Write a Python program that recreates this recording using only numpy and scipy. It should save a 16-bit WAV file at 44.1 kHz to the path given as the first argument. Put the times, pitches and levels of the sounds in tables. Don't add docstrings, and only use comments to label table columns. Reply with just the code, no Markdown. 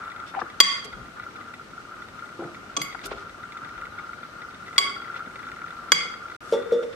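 import sys
import numpy as np
from scipy import signal
from scipy.io import wavfile

SR = 44100
rng = np.random.default_rng(int(sys.argv[2]) if len(sys.argv) > 2 else 0)


def wav_record(signal):
    frames = np.transpose(np.atleast_2d(signal))
    bounded = np.clip(frames, -1, 1)
    quanta = np.round(bounded * 32767).astype(np.int16)
    wavfile.write(sys.argv[1], SR, quanta)


def elevation(decibels):
    levels = np.asarray(decibels, float)
    return 10 ** (levels / 20)


N = 306486
T = np.arange(N) / SR

# (time [s], level given to the modes at 4.7, 1.1, 2.1 and 6.3 kHz [dB] each)
CLINKS = [
    (0.6021, -6, -15, -14, -16),
    (2.7661, -33, -28.5, -38.5, -29.5),
    (2.8159, -34.5, -41, -28.5, -39.5),
    (4.7802, -14.5, -22, -20.5, -26.5),
    (5.919, -16, -21.5, -15, -20.5),
]
CLINK_HZ = [4680, 1130, 2100, 6270, 3290, 12000]
# (mode shift [Hz], left-right level [dB], 3.3 over 4.7 kHz [dB], 12 over 6.3 kHz [dB])
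LOADS = [(-5, -0.5, -8.5, 4.5), (11, 0, -6.5, -36), (-3, 0, -10, 13), (-7.5, -2, -11.5, -1.5),
         (28, -3, -9, -6)]
# (bounce delay [s], bounce level [dB], decay stretch [ratio], slow ring level [dB])
ENDINGS = [(.0062, -4.5, 0.66, 0.8), (0.0045, 0, 0.49, -8), (0.005, -13, 1, -2), (0.0054, -4.5, 0.99, -2.3),
           (.004, -14, .9, 0.9)]
# (frequency [Hz], level [dB], t60 [s], left-right phase [rad])
BOWL = [(442.6, -18.5, .08, -6.5), (1132, 0.5, 0.11, 1.99), (1160, -5, 0.022, -2), (1674, -13, 0.028, -1),
        (2090, -1.5, 0.058, 0.96), (2226, -3.5, 0.063, -4.5), (2980, -9, 0.051, -11.5),
        (3150, -17, 0.05, 1.5), (3290, 10, 0.06, 1.23), (3335, 4, 0.067, -0.5), (3560, -20, 0.0442, -5.5),
        (3893, -4.5, 0.042, 0.5), (4460, 0, 0.041, 3), (4722, 1.5, 0.088, -1.4), (4645, -10.5, 0.032, 1.5),
        (6225, 4, 0.048, 1.83), (7370, -4, 0.12, 2.1), (6720, -11.5, 0.047, -2), (7170, -6, 0.099, 9.5),
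        (7920, -6, 0.046, 0.4), (8300, -16.5, 0.05, 4), (8940, -11.5, 0.082, 3), (9300, -18, 0.03, -2.5),
        (9600, -13, 0.064, 0), (9980, -15.5, .07, 1.8), (10700, -21, 0.086, 0.2), (11760, -19, 0.077, 0),
        (12960, -15, .14, 1.1), (12800, -23.5, 0.08, -0.1), (14300, -29.5, 0.06, 1.4)]
# (frequency [Hz], level [dB], t60 [s], left-right phase [rad])
SLOW_RING = [(1126, -22, .35, 0.5), (1194, -24, .35, -2.5), (2086, -16, .4, 2), (2059, -21.5, .3, -1),
             (2990, -22.5, .3, .5), (3270, -7.5, .4, 1.5), (3312, -10, .36, -1), (3432, -19, .3, 2.5),
             (4687, -13, 0.39, 1.5), (4780, -19.5, 0.32, -1.5), (6288, -22, .35, 2)]
# (start [s], length [s], level [dB], brightest frequency [Hz], spoon ring level [dB])
SWISHES = [(0.255, 0.067, -49, 3900, -2.5), (0.4, 0.008, -44, 3620, 0.5), (0.34, 0.054, -39.5, 1470, -20),
           (0.387, 0.031, -42, 3040, -25), (0.84, 0.023, -41, 6200, -17), (2.382, 0.054, -51, 2000, -21.5),
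           (3.029, 0.042, -38.5, 3500, -24), (3.049, 0.027, -38.5, 10400, -8),
           (3.102, 0.041, -39.5, 2500, -26), (3.123, 0.127, -50.5, 3250, -26),
           (5.157, 0.029, -43.5, 2740, -13), (6.397, 0.23, -53.5, 6400, -6.5),
           (6.824, 0.019, -45, 2500, -11), (6.922, 0.022, -46, 2500, -13)]
# (frequency [Hz], level [dB], t60 [s])
SPOON = [(3600, -24, 0.037), (4670, -37.5, 0.07), (5600, -32, .08), (9410, -24.5, 0.038)]
# (time [s], peak level [dB], frequency [Hz], t60 [s])
BUMPS = [(.418, -30, 338.4, 0.09), (.604, -23, 414, 0.074), (0.621, -35, 193, 0.38),
         (.85, -40.5, 427, 0.19), (0.9642, -23.5, 202, 0.05), (0.99, -34, 128, 0.14),
         (2.389, -25.5, 338, 0.13), (2.416, -26, 345, 0.095), (2.444, -36, 342.3, 0.34),
         (2.439, -32, 148, 0.14), (2.771, -32.5, 300, 0.17), (2.8, -32, 155, 0.15),
         (3.045, -38.5, 402, 0.43), (3.113, -20.5, 438, 0.04), (3.131, -37.5, 398, 0.3),
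         (4.789, -38.5, 398.4, 0.56), (5.17, -37, 508, 0.034), (5.266, -39, 250, 0.093),
         (5.92, -11, 1545, 0.034), (5.922, -28.5, 331, 0.061), (5.931, -36, 171.3, 0.4)]
# (time [s], peak level [dB], frequency [Hz], t60 [s], left-right level [dB])
TAPS = [(.338, -33, 1350, 0.13, 3), (0.349, -22.5, 1400, 0.017, 13), (0.389, -30.5, 1220, 0.11, 12),
        (.413, -28.5, 1160, 0.052, 2), (0.4166, -18.5, 1220, 0.026, 10), (.422, -20.5, 537, 0.025, 8.5),
        (2.9476, -26.5, 1320, 0.032, 11), (3.125, -52, 2490, .25, 1.5), (3.112, -24, 1200, 0.032, -3)]
# (time [s], frequency [Hz], level [dB])
SQUEAK = [
    (0.361, 880, -41),
    (0.368, 823, -27),
    (0.383, 756, -19.5),
    (0.393, 830, -27.5),
    (.4, 740, -76),
]
# (time [s], peak level [dB], rim ring level [dB], damping delay [s], damping depth [dB])
KNOCKS = [
    (6.523, -19, 3, 0.095, -25),
    (6.7195, -20.5, -3, 0.077, -5),
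    (6.733, -23.5, -11, 0.076, -19),
    (6.826, -36.5, 3.5, .6, -6),
]
# (level given to the modes at 350, 455, 475, 550 and 610 Hz [dB] each)
LANDINGS = [(2.5, 14.5, -6.5, 5, 5), (5.5, -19, 8, -8, -1), (-11, -24, 6, 1, 0.5), (0, 7, 4, 7.5, 11)]
LANDING_HZ = [350, 455, 475, 550, 610]
# (level at 0.9, 3.4 and 3.6 kHz [dB] each, lag of the ring [s])
CHIMES = [(1, 4, 1.4, .008), (-3, 4.5, 5.3, .004), (-15.5, -5, 3, 0.0033), (-2, -8, 8.7, 0.00301)]
CHIME_HZ = [900, 3405, 3550]
# (frequency [Hz], level [dB], t60 [s])
POT = [(193, 4.5, 0.37), (250, -7, 0.78), (349, -8, 0.21), (394, -19, 0.5), (458, -8.5, 0.22),
       (476, -3.5, 1), (478, -14.5, 0.72), (515, -21, .25), (518, -17.5, 0.27), (552, -5.5, 0.2),
       (598, -9.5, 0.17), (690, -17.5, 0.4)]
# (frequency [Hz], level [dB], t60 [s])
RIM = [(806, -20, 0.22), (900, -14, 0.13), (1160, -21.5, 0.19), (1195, -25.5, .3), (1630, -37, 0.38),
       (1938, -35, 0.81), (2180, -33, .15), (2760, -40, .4), (3410, -26, 0.28), (3580, -28.5, 0.2),
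       (3585, -35.5, 0.87), (3620, -43, .6), (5300, -44, .25), (5600, -35, 0.2), (7540, -42, 0.13)]
# (low edge [Hz], high edge [Hz], t60 [s], level [dB])
KITCHEN = [(100, 640, 0.75, -8.5), (999, 2520, 0.49, -3.5), (2500, 3720, 0.38, -11.5),
           (3900, 5500, 0.41, -8), (5710, 10400, 0.37, -8), (9000, 16000, 0.2, -15.5)]
# (time [s], level [dB])
RATTLE = [(0.0, -38), (0.52, -46), (1.45, -44.5), (1.57, -49.5), (2.13, -42.5), (2.48, -46), (3.19, -44),
          (3.7, -42), (3.97, -42.5), (4.26, -45), (4.49, -45.5), (4.65, -43), (5.34, -41.5), (5.88, -43.5),
          (6.14, -41), (6.37, -44), (6.66, -42), (6.95, -46.5)]
# (frequency [Hz], width [Hz], level [dB])
HOUSING = [(1200, 22, 4), (1243, 14, 5), (1350, 28, 6), (1400, 125.6, 12), (1560, 24, -11)]
# (time [s], peak level [dB])
SHAKES = [(0.0287, -31.5), (0.0833, -45), (0.1605, -45), (0.9336, -31), (1.1967, -24.5), (1.2323, -28),
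          (1.2641, -25), (1.4099, -28.5), (1.7777, -28.5), (2.2363, -29.5), (3.0773, -30), (3.1813, -30),
          (3.4035, -37), (3.4348, -28), (3.5669, -27), (3.6184, -33), (3.6336, -27.5), (3.6807, -32),
          (3.7772, -29.5), (3.8200, -27.5), (3.8669, -30), (3.9215, -36), (3.9520, -36), (3.98, -27.5),
          (4.0915, -29), (4.1310, -28), (4.2302, -26.5), (4.2501, -30.5), (4.8712, -28), (4.8967, -30),
          (4.9638, -33), (5.0004, -29), (5.0310, -40), (5.0988, -24), (5.1404, -25.5), (5.161, -25),
          (5.2045, -24.5), (5.2209, -29), (5.2484, -39), (5.2738, -28), (5.3587, -31.5), (5.4027, -33),
          (5.4385, -28.5), (5.467, -30), (5.5179, -30), (5.565, -35), (5.6161, -34), (5.6406, -25),
          (5.7036, -33), (5.7249, -27), (6.0068, -25), (6.0235, -34), (6.056, -31), (6.0974, -35),
          (6.1362, -26), (6.2222, -30), (6.2538, -27.5), (6.5537, -43), (6.5839, -37), (6.6302, -36),
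          (0.0112, -41), (0.098, -42), (0.1806, -33), (0.201, -34.0), (0.2278, -31), (0.4635, -31.5),
                (0.7611, -32), (0.798, -34), (1.286, -32), (1.355, -28), (1.3878, -33), (1.48, -30),
                (1.5358, -32.5), (1.595, -29.5), (1.9191, -33.5), (2.0203, -32), (2.088, -39), (2.184, -31),
                (2.222, -30), (2.276, -38), (2.408, -29), (2.4373, -32), (2.545, -34), (3.0605, -29),
                (3.1282, -31), (3.3438, -33), (3.489, -39), (3.7318, -37), (4.038, -41), (4.0673, -31),
                (4.185, -34.5), (4.419, -31), (4.485, -31), (4.507, -32), (4.6034, -33), (4.6223, -29.5),
                (4.6703, -31), (4.688, -32), (4.709, -31), (4.766, -33), (4.9224, -40), (5.08, -32),
                (5.115, -38), (5.4826, -31), (5.5851, -37), (5.672, -30), (5.885, -36), (6.0716, -37),
                (6.1156, -31), (6.171, -37), (6.204, -37), (6.297, -31), (6.318, -37), (6.346, -33),
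                (6.5377, -38), (6.5986, -31), (6.71, -39), (6.7897, -39), (6.806, -31.5), (6.8248, -33)]
# (time [s], peak level before a 3 dB cut [dB])
MORE_SHAKES = [(0.161, -35), (0.543, -30), (0.935, -31), (0.951, -33), (0.97, -38), (1.029, -31),
               (1.083, -35), (1.286, -26), (1.388, -31), (1.504, -27.5), (1.537, -32.5), (1.612, -32),
               (1.733, -28), (1.801, -32), (1.85, -30), (1.893, -32.5), (2.043, -36), (2.144, -39),
               (2.276, -33), (2.568, -30), (2.697, -29), (2.897, -36), (2.948, -26), (3.247, -35),
               (3.269, -29), (3.436, -24.5), (3.49, -33), (3.547, -30), (3.62, -32), (3.754, -33.5),
               (3.8, -34), (3.832, -26), (3.922, -31), (3.938, -28.5), (4.039, -26), (4.141, -30),
               (4.336, -35), (4.447, -29), (4.539, -30), (4.985, -32), (5.02, -25), (5.079, -35),
               (5.118, -34), (5.25, -31), (5.275, -27), (5.439, -28.5), (5.566, -26), (5.617, -30),
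               (5.705, -35), (5.726, -24), (6.098, -31), (6.32, -27), (6.429, -35), (6.475, -34),
               (6.493, -39), (6.632, -28), (6.711, -33), (6.79, -29)]
# (time [s], peak level [dB])
TICKS = [(0.0207, -52), (0.0786, -44), (0.101, -43), (0.1168, -41.5), (0.162, -42), (0.2, -40),
         (0.4999, -40), (0.9284, -41), (1.1975, -41), (1.2375, -41), (1.3616, -41.5), (1.4097, -45),
         (1.5395, -39), (1.7082, -48), (2.0195, -43), (2.0851, -43.5), (2.5459, -41), (2.7399, -49),
         (2.9266, -38), (2.9474, -50), (2.992, -39), (3.0148, -40), (3.1812, -45), (3.2948, -43),
         (3.4318, -42.5), (3.5213, -39.5), (3.5721, -40), (3.6475, -41), (3.6901, -42), (3.7783, -44),
         (3.8138, -40), (3.8538, -39), (3.9877, -41), (4.1325, -42), (4.4186, -41), (4.5067, -44),
         (4.5445, -42), (4.6656, -43), (4.6804, -42), (4.7611, -39), (5.0179, -40), (5.045, -43),
         (5.0788, -46), (5.155, -44), (5.1754, -47), (5.1934, -43), (5.3579, -39.5), (5.3911, -42.5),
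         (5.4293, -41), (5.4668, -47), (5.5165, -40.5), (5.6171, -43.5), (5.66, -44), (5.6813, -43),
         (5.706, -42), (6.3007, -45), (6.3488, -43.5), (6.6240, -42.5), (6.6643, -45), (6.8388, -47),
         (0.038, -44), (.051, -46.5), (1.058, -45.5), (1.223, -44), (1.31, -47), (1.484, -46),
               (2.192, -45), (2.442, -47), (2.674, -52), (2.9165, -44), (4.234, -47), (4.953, -42),
               (5.117, -47), (5.144, -42), (5.261, -46), (5.311, -49), (5.486, -45), (5.562, -45),
               (5.59, -48), (5.885, -50), (6.14, -39.5), (6.284, -44.5), (6.317, -45), (6.574, -41),
               (6.711, -42.5)]
# (frequency [Hz], level [dB], t60 [s])
TICK_MODES = [(2000, -9, 0.035), (2190, -8, 0.013), (2360, -7.5, 0.0045), (2844, -26, 0.003),
              (3500, -6, 0.0074), (4200, -25.5, 0.0046)]
# (frequency [Hz], level per Hz [dB])
HUM = [(40, -20.5), (75, -6.5), (100, -4), (250, -0.5), (400, -4.5), (1000, -9.5), (1700, -7.5),
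       (2300, -12.5), (3500, -16.5), (7000, -24), (11000, -34), (15000, -38)]
# (frequency [Hz], left-right likeness [-1 to 1])
LIKENESS = [(60, 0.58), (180, 0.9), (550, 0.57), (1650, -0.33), (4970, 0.073), (15000, -0.0073)]
# (middle [s], length [s], level [dB])
PUFFS = [
    (0.986, 0.2, -44.5),
    (3.123, 0.21, -49),
    (3.812, 0.35, -56),
    (6.27, 0.12, -74.5),
]
# (frequency [Hz], level [dB])
MAINS = [(48, -67.5), (98, -64.5)]
# (start [s], end [s])
CUT_S = (6.3650, 6.4056)


def rms_one(x):
    return x / np.sqrt(np.mean(x ** 2) + 1e-20)


def at_hz(points, hz):
    table_hz, value = np.array(points).T
    return np.interp(np.log(hz), np.log(table_hz), value)


def drift(rate_hz):
    knots = rng.standard_normal(int(N / SR * 60) + 2)
    r = np.exp(-2 * np.pi * rate_hz / 60)
    smooth = rms_one(signal.lfilter([1], [1, -r], knots))
    return np.interp(T * 60, np.arange(len(knots)), smooth)


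def ring(clicks, hz, t60, phase=0.):
    r = elevation(-60 / (t60 * SR))
    w = 2 * np.pi * hz / SR
    return signal.lfilter([np.sin(phase), r * np.sin(w - phase)], [1, -2 * r * np.cos(w), r * r], clicks + 1e-18)


def band(x, low_hz, high_hz):
    return signal.sosfilt(signal.butter(2, [low_hz, min(high_hz, .45 * SR)], "band", fs=SR, output="sos"), x)


def clicks_at(s, db):
    out = np.zeros(N)
    out[np.round(np.asarray(s) * SR).astype(int)] = elevation(db)
    return out


def panned(x, pan_db):
    return np.outer(elevation(np.array([pan_db, -pan_db]) / 2), x)


def widened(mid, side, alike):
    return np.sqrt(1 + alike) * mid + np.sqrt(1 - alike) * side * [[1], [-1]]


def bowl(crack_db, crack_t60):
    out = np.zeros((2, N))
    span = T[:SR // 2]
    swell = np.minimum(span / 0.00054, 1)
    order = np.argsort(CLINK_HZ)
    for clink, load, ending in zip(CLINKS, LOADS, ENDINGS):
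        s, *given_db = clink
        shift_hz, pan_db, paired_db, bright_db = load
        lag, bounce_db, stretch, slow_db = ending
        given_db += [given_db[0] + paired_db, given_db[3] + bright_db]
        crack_level = elevation(np.mean(given_db[:-1]) + crack_db - 60 * span / crack_t60)
        sound = crack_level * band(rng.standard_normal((2, len(span))), 490, 7000)
        slow = [(hz, db + slow_db, t60, phase) for hz, db, t60, phase in SLOW_RING]
        luck = np.append(rng.standard_normal(len(BOWL)), np.zeros(len(slow)))
        for (hz, db, t60, phase), q in zip(BOWL + slow, luck):
            blow_db = np.interp(hz, np.array(CLINK_HZ)[order], np.array(given_db)[order])
            level_db = blow_db + db + 4.5 + 1.2 * q
            turn = 2 * np.pi * (hz + shift_hz) * span + np.array([[phase], [-phase]]) / 2
            sound = sound + elevation(level_db - 60 * span / (stretch * t60)) * np.sin(turn)
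        bounce = np.r_[1, np.zeros(round(lag * SR)), elevation(bounce_db)]
        sound = signal.lfilter(bounce, [1], swell * sound)
        a = round(s * SR)
        out[:, a:a + len(span)] += elevation(np.array([[pan_db], [-pan_db]]) / 2) * band(sound, 260, 12000)
    return out


def swishes(density):
    out, drive = np.zeros((2, 2, N))
    for s, length, db, hz, spoon_db in SWISHES:
        a, count = round(s * SR), round(length * SR)
        draw = rng.standard_normal((3, count))
        crumbs = draw[:2] * (0.49 + 2.4 * (draw[2] > 2.6 - density))
        grain = rms_one(band(band(crumbs, hz / 6, hz * 1.3), hz / 6, hz * 2.2))
        stroke = elevation(db) * np.hanning(count) ** .5 * grain
        out[:, a:a + count] += stroke
        drive[:, a:a + count] += elevation(spoon_db) * stroke
    return out + sum(elevation(db) * ring(drive, hz, t60) for hz, db, t60 in SPOON)


def bumps():
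    out = np.zeros((2, N))
    span = T[:SR // 4]
    counter_pan_db = 2
    for s, db, hz, t60, pan_db in TAPS + [(*row, counter_pan_db) for row in BUMPS]:
        fade = elevation(-60 * span / t60) * np.minimum(span * hz / 2.0, 1)
        thud = band(rng.standard_normal(len(span)), hz * .6, min(hz * 2.5, hz + 420))
        thud = band(thud, hz * 0.19, min(hz * 7.0, hz + 650))
        note = np.sin(2 * np.pi * hz * span) + 5.1 * thud
        a = round(s * SR)
        out[:, a:a + len(span)] += panned(elevation(db - 2.0) * fade * note, pan_db)
    return out


def squeak():
    s, hz, db = np.transpose(SQUEAK)
    phase = 2 * np.pi * np.cumsum(np.interp(T, s, hz)) / SR
    level = elevation(np.interp(T, s, db, left=-200, right=-200))
    flutter = 1 + 0.29 * np.sin(phase / 7.6)
    return level * flutter * np.array([np.sin(phase), 0.62 * np.sin(phase - 1.2)])


def pot():
    out = np.zeros(N)
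    for (s, db, rim_db, damped, depth_db), landing_db, (*chime_db, lag) in zip(KNOCKS, LANDINGS, CHIMES):
        blow, scrape = clicks_at([s], [db]), rng.standard_normal(N)
        soft = band(band(blow + 1e-12 * scrape, 390, 608), 208, 620) * elevation(2.5)
        body = sum(elevation(level_db + np.interp(hz, LANDING_HZ, landing_db)) * ring(soft, hz, t60)
                   for hz, level_db, t60 in POT)
        late = clicks_at([s + lag], [db + rim_db])
        rim = sum(elevation(level_db + np.interp(hz, CHIME_HZ, chime_db)) * ring(late, hz, t60)
                  for hz, level_db, t60 in RIM)
        scuff = ring(blow, 4.7, 0.13, 0.57) * elevation(rim_db - 13.0) * band(scrape, 500, 5500)
        damping = elevation(np.clip(-600 * (T - s - damped), depth_db, 0))
        out += (body + scuff) * damping + rim * np.clip((T - s - lag) / 0.0032, 0, 1)
    return panned(out, 1.0)


def kitchen(x):
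    span = T[:SR]
    white = rng.standard_normal((2, SR))
    echo = sum(elevation(db - 60 * span / t60) * band(np.roll(white, 6100 * k, axis=1), low, high)
               for k, (low, high, t60, db) in enumerate(KITCHEN))
    echo = echo * np.clip((span - .006) / 0.025, 0, 1) * elevation(-26.5)
    return signal.fftconvolve(x.mean(axis=0, keepdims=True), echo, axes=1)[:, :N]


def rattle(effort_db, per_s, spread_db, alike):
    born = rng.random((2, N)) < per_s * elevation(3.0 * drift(9.0)) / SR
    height = elevation(spread_db * np.minimum(rng.exponential(1, (2, N)), 4))
    knocks = born * height * rng.choice([-1, 1], (2, N))
    mid, side = sum(elevation(db) * np.sqrt(width) * ring(np.roll(knocks, 977 * k, axis=1), hz, 3.5 / width)
                    for k, (hz, width, db) in enumerate(HOUSING))
    return rms_one(widened(mid, side, alike)) * elevation(effort_db - 0.5 + 2.2 * drift(5.6))


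def small_events(effort_db, per_s, over_db):
    small = np.flatnonzero(rng.random(N) < per_s / SR)
    db = effort_db[small] + over_db - rng.standard_normal(len(small))
    return np.transpose([T[small], db])


def shakes(effort_db):
    small = small_events(effort_db, per_s=1, over_db=2.5)
    s, db = np.concatenate([SHAKES, np.add(MORE_SHAKES, [0, -3.0]), small]).T
    luck = rng.standard_normal((len(s), len(HOUSING)))
    rung = sum(ring(clicks_at(s, db + level_db - 52.5 + 1.27 * luck[:, k]), hz, 1.54 / width)
               for k, (hz, width, level_db) in enumerate(HOUSING))
    rise = T[:2000] / 0.0018
    push = rise * np.exp(1 - rise) * np.sin(2 * np.pi * 1410 * T[:2000])
    return signal.fftconvolve(rung, push)[:N]


def ticks(effort_db):
    small = small_events(effort_db, per_s=2, over_db=-3)
    s, db = np.concatenate([TICKS, small]).T
    luck, contacts = rng.standard_normal((len(s), len(TICK_MODES))), rng.standard_normal(N)
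    fade = [1, -elevation(-60 / (0.05 * SR))]
    out = np.zeros(N)
    for k, (hz, level_db, t60) in enumerate(TICK_MODES):
        first = clicks_at(s, db + level_db - 16.5 + 1.5 * luck[:, k])
        cluster = contacts * signal.lfilter([1], fade, first + 1e-18)
        out += ring(cluster + 6.0 * first, hz, t60)
    return out


def appliance(per_s, spread_db, alike):
    effort_db = np.interp(T, *np.transpose(RATTLE))
    steady = rattle(effort_db, per_s, spread_db, alike)
    single = shakes(effort_db) + ticks(effort_db)
    far = np.roll(single, 4)
    return steady * elevation(np.array([[1.3], [-1.3]])) + np.array([elevation(4.0) * far, elevation(1.7) * single])


def hum(patchy_db):
    out = 0
    edges = 24 * 2 ** np.arange(0, 9.6, .5)
    white = rng.standard_normal((2, 2, N))
    for k, (low, high) in enumerate(zip(edges, edges[1:])):
        mid, side = band(white[k % 2], low, high)
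        hz = np.sqrt(low * high)
        alike = np.clip(at_hz(LIKENESS, hz), -1, 1)
        gain = elevation(at_hz(HUM, hz) + patchy_db * drift(3.8))
        out = out + gain * widened(mid, side, alike)
    return elevation(-47.5) * rms_one(out) * elevation(np.array([[.8], [-.8]]))


def rumble():
    shared, own = band(rng.standard_normal((2, N)), 35, 65)
    level = np.full(N, elevation(-66.5))
    for s, length, db in PUFFS:
        level = level + elevation(db) * np.cos(np.pi * np.clip((T - s) / length, -.5, .5)) ** 2
    drone = sum(elevation(db + 3.0 * drift(2.5)) * np.sin(2 * np.pi * hz * T) for hz, db in MAINS)
    return level * rms_one(np.array([1.3 * shared + .3 * own, shared - .3 * own])) + drone


def scene():
    glass = bowl(crack_db=14.0, crack_t60=0.028)
    dull = swishes(density=0.82) + bumps()
    sieve = pot()
    near = glass + dull + squeak() + sieve
    echo = kitchen(glass + elevation(-8.5) * dull + elevation(-5.0) * sieve)
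    behind = appliance(per_s=630, spread_db=1.5, alike=0.59) + hum(patchy_db=1.0) + rumble()
    return near + echo + behind


def low_pass(x):
    return signal.sosfilt(signal.butter(12, 15820, fs=SR, output="sos"), x)


def record(dry):
    over_db = np.maximum(20 * np.log10(np.abs(dry).max(axis=0) + 1e-9) + 7.9, 1e-9)
    held_db = np.maximum.accumulate(over_db + 129.69 * T) - 130.01 * T
    late = np.exp(-1 / (0.01085 * SR))
    x = dry * elevation(-.55 * signal.lfilter([1 - late], [1, -late], held_db))
    x = signal.sosfilt(signal.butter(3, 38, "high", fs=SR, output="sos"), x)
    excess = x - np.clip(x, -1, 1)
    x = np.clip(x - band(excess, 140, 19000), -1, 1)
    x = signal.sosfilt(signal.cheby2(10, 50, 16400, fs=SR, output="sos"), x)
    x = x * ((T < CUT_S[0]) | (T > CUT_S[1]))
    return low_pass(x)


dry = scene()
out = record(dry)
wav_record(out)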